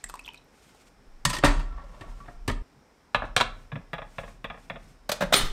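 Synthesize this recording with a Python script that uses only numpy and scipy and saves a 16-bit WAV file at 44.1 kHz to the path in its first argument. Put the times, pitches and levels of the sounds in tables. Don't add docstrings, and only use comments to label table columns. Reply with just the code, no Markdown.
import sys
import numpy as np
from scipy import signal
from scipy.fft import rfft, irfft, next_fast_len
from scipy.io import wavfile
from scipy.ndimage import map_coordinates

SR = 44100
rng = np.random.default_rng(int(sys.argv[2]) if len(sys.argv) > 2 else 0)


def field_ratio(decibels):
    return 10 ** (np.asarray(decibels, dtype=float) / 20)


def pcm_store(signal):
    levels = np.round(np.clip(np.atleast_2d(signal), -1, 1) * 32767)
    wavfile.write(sys.argv[1], SR, levels.astype(np.int16).T)


N = 243520

CUTS = (2.626, 4.928)
BANDS = (420, 1900, 3950, 9800)


def unit(x):
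    return x / np.sqrt(np.mean(x ** 2) + 1e-20)


def along(points, hz):
    f, v = np.transpose(points)
    return np.interp(np.log(hz + 1), np.log(f + 1), v)


def gains(rows):
    s, *columns = np.transpose(rows)
    return [field_ratio(np.interp(np.arange(N) / SR, s, c, -150, -150)) for c in columns]


def wobble(rate, size=N):
    knots = rng.standard_normal(int(size * rate / SR) + 4)
    return map_coordinates(knots, [np.arange(size) * rate / SR])


def filtered(x, response):
    size = x.shape[-1]
    m = 2 * next_fast_len(size // 2 + SR // 4)
    return irfft(rfft(x, m) * response(np.fft.rfftfreq(m, 1 / SR)), m)[..., :size]


def coloured(x, spectrum):
    return unit(filtered(x, lambda hz: field_ratio(along(spectrum, hz))))


def peaks(rows):
    def response(f):
        return sum((-1) ** k * field_ratio(db) * 1j * f * width / (hz * hz - f * f + 1j * f * width)
                   for k, (hz, width, db) in enumerate(rows))
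    return response


def causal(gain):
    cepstrum = irfft(np.log(gain + 1e-6))
    half = cepstrum.shape[-1] // 2
    folded = [cepstrum[..., :1], 2 * cepstrum[..., 1:half], 0 * cepstrum[..., half:]]
    return np.exp(rfft(np.concatenate(folded, -1)))


def rung(s, db, hz, t60, rise):
    out = np.zeros(N)
    t = np.arange(min(N - round(s * SR), round(2 * t60 * SR))) / SR
    envelope = field_ratio(db - 60 * t / t60) * (1 - np.exp(-t / rise))
    out[round(s * SR):][:len(t)] = envelope * np.sin(2 * np.pi * hz * t)
    return out


def bowl(splash):
    # frequency in Hz, width in Hz, level in dB.
    cavity = [(1050, 1100, -2.5), (1490, 760, -0.5), (2600, 87, -2.5), (4000, 1800, -9.5), (8460, 1260, -7),
              (13500, 1800, -19.5)]
    return filtered(splash, peaks(cavity))


def trickle():
    # time in seconds, flow level in dB.
    flow_levels = [(0.0, -55.5), (0.234, -56), (0.348, -59.5), (0.5, -101)]
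    flow = gains(flow_levels)[0][:SR]
    out, t = np.zeros(N), np.arange(600) / SR
    for when, pitch, size in rng.random((420, 3)):
        hz, at = 1800 * 5.5 ** pitch, int(when * SR / 2)
        envelope = field_ratio(2.0 - 2.8 * np.log(1 - size) - 3.9 * hz * t) * (1 - np.exp(-hz * t))
        out[at:][:600] += flow[at] * envelope * np.sin(2 * np.pi * hz * t)
    out[:SR] += bowl(flow * field_ratio(-16.0 + 3.6 * wobble(153, size=SR)) * rng.standard_normal(SR))
    return out


def drops():
    # start in seconds, peak in dB, bubble pitch in Hz, t60 in seconds, splash in dB; drops,
    # gulps and spatters, loud and faint.
    plops = [(0.04, -27.5, 1860, 0.046, 2.5), (0.062, -43, 2100, 0.038, -14), (0.091, -41, 4450, 0.022, 5),
             (0.097, -25, 1355, 0.015, -3.5), (0.105, -40.5, 1130, 0.046, -1),
             (0.14, -20, 1010, 0.028, -12), (0.155, -27.5, 910, 0.019, -8.5),
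             (0.193, -29, 2600, 0.038, -6.5), (0.248, -31.5, 3400, 0.019, -31),
             (0.256, -36, 3000, 0.016, -12), (0.261, -29.5, 3100, 0.016, -10.5),
             (0.278, -22.5, 2670, 0.021, -26), (0.289, -22.5, 3020, 0.017, -47),
             (0.303, -43, 2960, 0.02, -32), (0.321, -60, 2600, 0.03, -9), (0.334, -48, 2600, 0.021, 4),
             (0.344, -32, 2540, 0.033, -9), (0.375, -39.5, 3940, 0.033, -11),
             (0.748, -41.5, 800, 0.026, -7),
             (.240, -45, 5800, .03, -12), (.2795, -36, 950, .06, -30), (.291, -38, 1000, .04, -30),
             (.267, -47, 6000, .015, 3), (.444, -55, 13000, .01, -20)]
    fine = [(.032, -56, 4000, 0.012, -30), (0.041, -19, 7730, 0.02, -30), (.041, -42, 13100, .012, -30),
            (.063, -34, 8000, .015, -20), (.074, -46, 7500, .012, -12), (.089, -46, 12500, .01, -30),
            (.091, -34, 10300, .01, -30), (.107, -44, 4000, .012, -10), (.115, -48, 9100, .015, -30),
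            (.141, -41, 8000, .015, -30), (.154, -42, 7950, .015, -30), (0.256, -45, 13000, 0.0055, -11),
            (.267, -47, 13500, .006, -18), (.283, -43, 13000, .006, -12), (.283, -42, 5700, 0.017, -30),
            (.305, -42, 2860, .02, -30), (.323, -53, 2930, 0.023, -30), (.335, -54, 13000, .008, -8),
            (.369, -55, 3900, .03, -20), (.378, -45, 5550, 0.016, -15)]
    bubbles, splashes, t = np.zeros(N), np.zeros(SR), np.arange(SR // 12) / SR
    for s, db, hz, t60, splash_db in plops + fine:
        at = round(s * SR)
        pitch = hz * (1 + 1.7 * t) * field_ratio(0.46 * wobble(560, size=len(t)))
        envelope = field_ratio(-60 * t / max(t60, .005)) * (1 - np.exp(-t / 0.00013))
        bubble = np.sin(2 * np.pi * np.cumsum(pitch) / SR) * envelope
        bubbles[at:][:len(t)] += field_ratio(db - 6.0) * bubble
        splash = field_ratio(db + splash_db + 5.0 - 60 * t / 0.024) * rng.standard_normal(len(t))
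        splashes[at:][:len(t)] += splash
    bubbles[:SR] += bowl(splashes)
    return bubbles


def room(x):
    # frequency in Hz, t60 in seconds.
    decay = [(100, 0.92), (400, 0.42), (1500, 0.41), (5000, 0.27), (9000, 0.25), (14000, 0.034)]
    hz, t, z = signal.stft(rng.standard_normal(SR // 2), SR, nperseg=256)
    tail = signal.istft(z * field_ratio(-60 * t / along(decay, hz)[:, None]), SR, nperseg=256)[1]
    delayed = np.pad(x, (260, 0))
    return signal.fftconvolve(delayed, tail / np.linalg.norm(tail))[:N]


def room_tone():
    # frequency in Hz, level in dB per Hz.
    spectrum = [(26, -37.5), (45, 1), (85, 1.5), (104, -17.5), (158, -3.5), (197, -4.5), (264, 2.5),
                (321, -4.5), (411, -2), (624, -6.5), (760, -5.5), (2410, -15), (2660, -19), (4500, -22),
                (5400, -16), (6300, -24.5), (8660, -26), (16000, -42.5)]
    return field_ratio(-61 + 0.43 * wobble(2.6)) * coloured(rng.standard_normal(N), spectrum)


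def jolted(column, rise, t60):
    # start in seconds, sway in dB, top drone in dB; hands holding the table.
    held = [(0, -74, -71), (.85, -61, -66), (1.502, -57.5, -60), (2.625, -75, -73), (3.149, -61.5, -63.5),
            (4.927, -57.5, -69)]
    # time in seconds, sway in dB, top drone in dB; jolts to the table.
    jolts = [(.03, -47.5, -49), (1.081, -53, -83), (1.249, -33, -31.5), (1.436, -17.5, -40),
             (2.049, -36.5, -54), (2.36, -40, -59), (2.48, -28.5, -63), (3.146, -33, -61),
             (3.4, -35.5, -51), (3.72, -48, -41.5), (3.931, -43, -56), (4.183, -41.5, -47),
             (4.443, -47, -63), (4.7, -45, -47), (4.931, -67.5, -71), (5.1, -51, -67), (5.22, -37, -57),
             (5.36, -31.5, -35.5), (5.42, -51, -45)]
    t = np.arange(0, N / SR, .002)
    starts = np.transpose(held)[0]
    power = field_ratio(2 * np.transpose(held)[column])[np.searchsorted(starts, t, "right") - 1]
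    for row in jolts:
        u = np.maximum(t - row[0], 0)
        end = min(s for s in (*CUTS, N) if s > row[0])
        swell = np.minimum(u / rise, 1) * (t < end)
        power = power + (field_ratio(row[column] - 60 * u / t60) * swell) ** 2
    return np.interp(np.arange(N) / SR, t, np.sqrt(power))


def table():
    sway_gain = jolted(column=1, rise=0.042, t60=1.04)
    drone_gain = jolted(column=2, rise=0.014, t60=0.31)
    sway = np.sin(2 * np.pi * np.cumsum(32.5 + 1.5 * wobble(8)) / SR)
    loose = coloured(rng.standard_normal(N),
                     [(12, -22.5), (22, -22.5), (42, -5.0), (55, -4.5), (80, -68.0), (200, -130)])
    drone = coloured(rng.standard_normal(N),
                     [(45, -25.5), (80, -7.5), (124, 5.0), (250, -4.5), (350, -23.5), (600, -100)])
    drone = field_ratio(4.5 * wobble(14)) * drone
    return sway_gain * (1.4 * field_ratio(1.4 * wobble(15.0)) * sway + 0.48 * loose) + field_ratio(0.5) * drone_gain * drone


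def stroke(s, length, db):
    t = np.arange(N) / SR - s
    return field_ratio(db + 125.5 * np.minimum(t, 0) - 251 * np.maximum(t - length, 0))


def hands():
    # start in seconds, length in seconds, level in dB.
    rubs = [(0.566, 0.32, -64.5), (1.92, 0.41, -67), (3.575, 0.057, -66.5), (4.14, 0.18, -61.5),
            (4.636, 0.015, -64.5), (4.846, 0.078, -63.5)]
    # frequency in Hz, level in dB per Hz.
    spectrum = [(880, -22), (1500, -3.5), (1640, -27.5), (2140, -8.5), (2320, -8.5), (3730, -13.5),
                (8660, -15), (16000, -35)]
    grain = field_ratio(2.1 * wobble(49)) * rng.standard_normal(N)
    return sum(stroke(*row) for row in rubs) * coloured(grain, spectrum)


def shoves():
    # start in seconds, level in dB, frequency in Hz, t60 in seconds.
    rolls = [(1.07, -38, 18, .9), (2.33, -36, 17, .8), (2.47, -33, 17, .4)]
    return sum(rung(*row, rise=.04) for row in rolls)


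def chatter(contacts, rise, gritty_db, clack_share, blow=0.0):
    force, t = np.zeros((len(BANDS) + 1, N + SR)), np.arange(SR // 4) / SR
    top = np.c_[np.arange(len(force)) == len(BANDS)]
    sheen = 60 * t / 0.27 * top
    for s, db, t60, weight_db, hard_db in contacts:
        steps = np.repeat(rng.standard_normal(len(t) // 21 + 1), 21)[:len(t)]
        envelope = field_ratio(-60 * t / max(t60, .008)) * (1 - np.exp(-t / rise))
        run = field_ratio(gritty_db * steps) * rng.standard_normal(len(t)) * envelope
        run[4] += blow
        band_db = np.c_[[weight_db, 0, clack_share * hard_db, hard_db, hard_db + 2.5]]
        force[:, round(s * SR):][:, :len(t)] += field_ratio(db + band_db - sheen) * run
    return force[:, :N]


def sliding(s, hold, db, clack_db, edge_db, fade):
    press, = gains([(s, db), (s + hold, db), (s + .2, db - fade * (.2 - hold))])
    band_gain = field_ratio(np.c_[[-14, 0, clack_db, edge_db, edge_db]])
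    return press * field_ratio(2.4 * wobble(90)) * rng.standard_normal(N) * band_gain


def struck(force, modes, skin, level_db, ring_db, trim_db):
    busy = np.flatnonzero(force[1])
    part = slice(busy[0], busy[-1] + SR // 2)

    def split(f):
        below = [0 * f] + [1 / (1 + (f / hz) ** 14) for hz in BANDS] + [1 + 0 * f]
        return causal(np.sqrt(np.diff(below, axis=0)))

    trim = field_ratio(np.c_[trim_db + trim_db[-1:]])
    push = filtered(force[:, part] * trim, split).sum(0)
    ring = peaks([(hz, 6 / t60, db + 20 * np.log10(t60 * 80)) for hz, db, t60 in modes])
    out = np.zeros(N)
    body = filtered(push, lambda f: causal(field_ratio(along(skin, f))) + field_ratio(ring_db) * ring(f))
    out[part] = field_ratio(level_db) * body
    return out


def stove():
    # start in seconds, peak in dB, chatter t60 in seconds, weight in dB, hardness in dB.
    hits = [(1.251, -11.5, 0.055, -12, 1.5), (1.436, -4, 0.075, -3, -25.5), (1.777, -38, 0.21, -11.5, -65),
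            (2.009, -31, 0.074, -2, -17.5), (2.203, -38.5, 0.057, -12, -48),
            (2.28, -32.5, 0.063, -2.5, -45), (2.478, -20.5, 0.057, 3, -2), (2.497, -16, 0.048, 2, -21)]
    bumps = [(1.292, -25, 0.065, -20, -3), (1.298, -24.5, 0.074, -15.5, 1.5), (1.33, -22.5, 0.13, -10, -4),
             (1.348, -31.5, 0.06, -15, 5), (1.364, -23, 0.059, -10.5, -5), (1.384, -23, 0.034, -1, -4.5),
             (1.426, -20, 0.037, -8.5, -32), (1.444, -9.5, 0.07, -28, -6.5),
             (1.455, -13.5, 0.2, -6.5, -20.5), (1.458, -18, 0.044, -16.5, -1.5),
             (1.593, -30, 0.15, -12, -17), (1.838, -50, 0.056, -20, -9), (2.255, -44, 0.1, -8, -27),
             (2.296, -40, 0.039, -9, -36), (2.488, -17.5, 0.033, -34, -21), (2.51, -32.5, 0.095, -1, -9),
             (1.465, -33.5, 0.39, -29, 1), (1.892, -47, 0.072, -12, -30), (1.943, -45, 0.07, -13, -26),
             (2.037, -43, .12, -2, -40), (2.075, -42, 0.13, -3, -40), (2.12, -50, 0.085, -4, -42),
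             (1.66, -45.5, .2, -15, -33), (1.72, -44, 0.13, -13, -36)]
    # hold in seconds, level in dB, clack in dB, edge in dB, fade in dB a second.
    scrape = (-0.03, -40.5, -3, 4.5, 700)
    # frequency in Hz, level in dB, t60 in seconds; the stove body.
    modes = [(120, -25, 0.32), (201.4, -6, 0.1), (290, -11, 0.08), (591, 0.5, 0.17), (940, -6, 0.13),
             (1068, -7, 0.24), (1290, -15, 0.25), (1860, 4, 0.092), (2240, -32.5, 0.083), (3200, -11, 0.04),
             (3420, -20.5, 0.044), (6930, -31, 0.082)]
    bars = [(2670, -16.5, .2), (3310, -12, 0.25), (4556, -12.5, .2), (4900, -15.5, .15), (6013, -15, .1),
            (6700, -9, 0.091), (7370, -7.5, .1), (9000, -12.5, 0.07), (12700, -25, .08)]
    # frequency in Hz, level in dB per Hz; bare contact noise.
    skin = [(53, -24), (90, -1), (300, -7), (593, -3.5), (769, -7.5), (1090, 1), (1570, -10.5), (1870, -6),
            (8530, -13.5), (16000, -32.5)]
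    force = chatter(hits, 0.00068, gritty_db=1.5, clack_share=0.4, blow=2.7)
    force += chatter(bumps, 0.0013, gritty_db=-3.0, clack_share=0.4)
    force += sliding(1.262, *scrape)
    return struck(force, modes + bars, skin, level_db=7, ring_db=-18.5, trim_db=[12.0, 0, 3.0, 2.5])


def loose_parts():
    # start in seconds, peak in dB, frequency in Hz, t60 in seconds
    pings = [(2.203, -40.5, 1145, 0.11), (2.281, -40, 702.5, 0.15), (2.28, -43, 1660, 0.05),
             (2.487, -23, 1800, 0.031), (2.499, -34, 1210, 0.083),
             (1.259, -29, 6700, .03), (1.277, -33, 960, 0.045), (1.299, -23.5, 992, 0.065),
              (1.332, -29, 5000, 0.056), (1.346, -25.5, 996, 0.047), (1.367, -25.5, 1880, 0.036),
              (1.709, -47.5, 1342, 0.17), (1.777, -41, 1130, 0.13), (1.835, -44, 560, 0.065),
              (1.972, -48, 596, .1), (2.037, -41, 663, 0.074)]
    return sum(rung(*row, rise=0.0013) for row in pings)


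def knocks():
    # start in seconds, peak in dB, frequency in Hz, t60 in seconds.
    cores = [
        (1.4362, -7.5, 560, 0.026),
        (3.147, -15, 1703, 0.053),
        (3.4105, -13.5, 982, 0.053),
        (5.306, -34, 580, .05),
        (5.3245, -7, 643, 0.022),
        (5.325, -25.5, 8300, .05),
        (5.338, -11.5, 1262, 0.065),
    ]
    return sum(rung(*row, rise=0.0011) for row in cores)


def rattle():
    # time in seconds, level in dB.
    levels = [(1.5, -32), (1.554, -43.5), (1.816, -54), (2.106, -53.5), (2.47, -66)]
    # frequency in Hz, width in Hz, level in dB.
    grate = [(580, 300, -11.5), (1130, 52, -2), (1360, 9.7, -3), (1810, 86, -13), (2080, 78, -19.5),
             (2480, 640, -19.5)]
    buzz = field_ratio(2.5 * wobble(18) + 3 * wobble(150)) * rng.standard_normal(N)
    ringing = unit(filtered(buzz, lambda f: peaks(grate)(f) / (1 + (f / 6000) ** 4)))
    bare = coloured(buzz, [(200, -36), (450, -7.0), (1200, -12.0), (3000, -12.0), (8000, -27), (12000, -70)])
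    return gains(levels)[0] * field_ratio(-3.0) * (ringing + 0.34 * bare)


def landing_pot():
    # start in seconds, peak in dB, chatter t60 in seconds, weight in dB, hardness in dB.
    hits = [
        (3.146, -10.5, 0.061, -26.5, -30),
        (3.364, -10.5, 0.03, -29, -6.5),
        (3.4095, -11, 0.038, -31.5, -13.5),
    ]
    bumps = [(3.158, -22.5, 0.039, -17, -23), (3.22, -18.5, 0.047, -22, -53),
             (3.237, -22.5, 0.064, -20, -43.5), (3.25, -52.5, 0.18, -23, -7.5),
             (3.372, -17.5, 0.091, -29.5, -10), (3.401, -11, 0.035, -28, -18),
             (3.415, -17, 0.032, -26, -17), (3.423, -21, 0.033, -19, -16), (3.43, -44, .3, -21, -9)]
    # frequency in Hz, level in dB, t60 in seconds.
    modes = [(123.8, -24, 0.92), (492, -15, 0.64), (551, -5, 0.09), (950, -23.5, 0.2), (1011, -12, 0.69),
             (1223, -9.5, 0.52), (1663, -4, 0.082), (1750, 4, 0.036), (2110, -7, 0.054), (2680, -6.5, 0.05),
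             (3100, -10, 0.16), (3375, -11.5, 0.09), (3900, -0.5, 0.13), (8600, -11, 0.022)]
    # frequency in Hz, level in dB per Hz; bare contact noise.
    skin = [(53, -5.5), (90, 15), (400, 3), (956, 1.5), (1510, 0.5), (1680, -5), (1910, -3.5), (3900, -4.5),
            (4350, -15.5), (8170, -24.5), (16000, -47)]
    force = chatter(hits, 0.0001, gritty_db=2.0, clack_share=0.17, blow=2.9)
    force += chatter(bumps, .0006, gritty_db=2.0, clack_share=0.47)
    return struck(force, modes, skin, level_db=5.5, ring_db=-18.0, trim_db=[15.0, -2.0, 4.0, 16.0])


def rocking_pot():
    # start in seconds, peak in dB.
    taps = [(3.718, -27.5), (3.756, -27.5), (3.932, -20.5), (3.982, -26.5), (4.018, -29), (4.043, -43),
            (4.183, -23), (4.234, -31), (4.278, -36), (4.443, -21.5), (4.5, -26.5), (4.543, -37.5),
            (4.574, -40), (4.699, -23), (4.758, -30)]
    # frequency in Hz, level in dB, t60 in seconds; the seated pot.
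    modes = [(163, -4.5, 0.62), (296, -20, 0.22), (445, -8.5, 0.16), (572, 5.5, 0.11), (663, 0, 0.13),
             (853.4, -12, 0.6), (1081, -14, 0.22), (1238, -12, 0.37), (1660, -4, 0.11), (2180, -15, 0.17),
             (2290, -3, 0.068), (2620, -5.5, 0.046), (3350, 2, 0.088), (3930, -37, 0.028)]
    # frequency in Hz, level in dB per Hz; bare contact noise.
    skin = [(53, -11.5), (90, 14.5), (400, 2), (600, 3.5), (956, 3.5), (1910, 1), (3900, -5), (4350, -20),
            (16000, -47.5)]
    contacts = [(s, db, 0.063, -25, 12 + 1.805 * db) for s, db in taps]
    force = chatter(contacts, 0.00034, gritty_db=2.0, clack_share=0.32, blow=6.8)
    return struck(force, modes, skin, level_db=2.0, ring_db=-11.0, trim_db=[16.0, -1.5, 5.0, 18.0])


def lever():
    # start in seconds, peak in dB, chatter t60 in seconds, weight in dB, hardness in dB.
    hits = [(5.094, -20.5, 0.048, -17.5, -20.5), (5.116, -21, 0.065, -18.5, -11),
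            (5.208, -26, 0.13, -39, -22), (5.221, -17.5, 0.057, -13.5, -28)]
    bumps = [(5.0905, -19.5, 0.044, -27, -12), (5.206, -13.5, 0.041, -11.5, -24.5),
             (5.214, -17, 0.053, -28, -27), (5.232, -18, 0.048, -9.5, -28), (5.304, -35.5, 0.059, -20, -26),
             (5.322, -14, 0.016, -12, -23), (5.15, -49, 0.34, -20, -10.5), (5.25, -50, .3, -20, -15)]
    # frequency in Hz, level in dB, t60 in seconds.
    modes = [(210, -10, 0.14), (551, -10.5, 0.29), (595, 2, 0.08), (954, -37, .1), (1356, -10, 0.08),
             (3900, -9, 0.031), (12300, -10.5, 0.014)]
    # frequency in Hz, level in dB per Hz; bare contact noise.
    skin = [(53, -31), (90, -20), (581, -0.5), (1110, -4), (1240, -6.5), (2590, -3.5), (3660, -2.5),
            (6300, -8), (8910, -11.5), (16000, -24)]
    force = chatter(hits, 0.00067, gritty_db=2.5, clack_share=0.53)
    force += chatter(bumps, 0.0037, gritty_db=-2.0, clack_share=0.55)
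    return struck(force, modes, skin, level_db=8.0, ring_db=-11.5, trim_db=[19.3, 1.4, 2.2, 11.1])


def snap():
    # start in seconds, peak in dB, chatter t60 in seconds, weight in dB, hardness in dB.
    hits = [(5.325, -5, 0.036, -18.5, -13), (5.332, -16, 0.089, -14, -0.5), (5.336, -8, 0.027, -21, -7.5),
            (5.339, -4, 0.033, -16.5, -2), (5.377, -21, 0.1, -17, -10), (5.35, -20, 0.097, -13, -1),
            (5.362, -19.5, 0.085, -15, -2), (5.405, -28.5, .12, -19, -7), (5.455, -39, 0.27, -9, -4)]
    # hold in seconds, level in dB, clack in dB, edge in dB, fade in dB a second.
    buzz = (0.08, -27, -2, -3, 181)
    # frequency in Hz, level in dB, t60 in seconds; the latched lever.
    modes = [(204, -18, 0.037), (397, -7.5, 0.91), (610, -32, 0.06), (1010, -35, .08), (1224, 5.5, 0.087),
             (2320, -14, 0.18), (3000, 1.5, 0.11), (3660, -31, 0.1), (3540, 9.5, 0.062), (4270, -32, .15),
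             (4200, -15, 0.23), (8600, -20, .04)]
    shell = [(1346, -18, 0.3), (1660, -10, .3), (1950, -24, 0.24), (2220, -6, 0.4), (2930, -8, 0.3),
             (3270, 0, 0.36), (4040, -9, 0.22), (4350, -3, 0.12), (4870, -14, .3), (5290, -16, .2),
             (6140, -21, .3), (6440, -17, .3), (7000, -17, .2), (8300, -14, 0.17)]
    # frequency in Hz, level in dB per Hz; bare contact noise.
    skin = [(90, -18), (581, 0.5), (1240, -3.5), (3700, -2.5), (5200, -8.5), (8900, -12.5), (11000, -19),
            (16000, -28)]
    force = chatter(hits, 0.0011, gritty_db=3.5, clack_share=0.93) + sliding(5.33, *buzz)
    return struck(force, modes + shell, skin, level_db=2.0, ring_db=-21.0, trim_db=[23.9, 1.4, 2.2, 3.4])


def spring():
    # frequency in Hz, level in dB, t60 in seconds.
    tones = [(9076, -16.5, .15), (13120, -34, .22), (15350, -31, .1)]
    t = np.maximum(np.arange(N) / SR - 5.353, 0)
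    beat = np.sin(np.pi * 13.5 * t) + .08 * (1 - np.exp(-t / .01))
    out = np.zeros(N)
    for hz, db, t60 in tones:
        tone = np.sin(2 * np.pi * hz * t + .6 * wobble(150))
        out += field_ratio(db - 60 * t / t60 + 2.5 * wobble(120)) * beat * tone
    return out


def heave():
    # start in seconds, level in dB, frequency in Hz, t60 in seconds.
    roll = (5.42, -19, 14, .6)
    return rung(*roll, rise=.012)


def before(s):
    return np.clip((s - np.arange(N) / SR) / .002, 0, 1)


def scene():
    first = trickle() + drops() + shoves() + stove() + loose_parts() + rattle()
    first = (first + field_ratio(-14.0) * room(first)) * before(CUTS[0])
    second = landing_pot() + rocking_pot()
    second = (second + field_ratio(-14.5) * room(second)) * before(CUTS[1])
    last = lever() + snap() + spring()
    last = last + field_ratio(-13.5) * room(last)
    close = knocks() + table() + heave() + hands() + room_tone()
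    return (first + second + last + close)[None]


def roll_off(x):
    return signal.sosfilt(signal.butter(12, 16850, fs=SR, output="sos"), x)


def record(dry):
    # frequency in Hz, level in dB.
    capsule = [(6000, 0), (8700, 0), (9500, 0), (10400, -3), (13300, 4.5), (15600, 1)]
    x = dry / (1 + np.abs(dry / .57) ** 8) ** (1 / 8)
    x = filtered(x, lambda hz: 1 / (1 + (hz / 15900) ** 60))
    x = filtered(x, lambda hz: field_ratio(along(capsule, hz)))
    return roll_off(x)


dry = scene()
out = record(dry)
pcm_store(out)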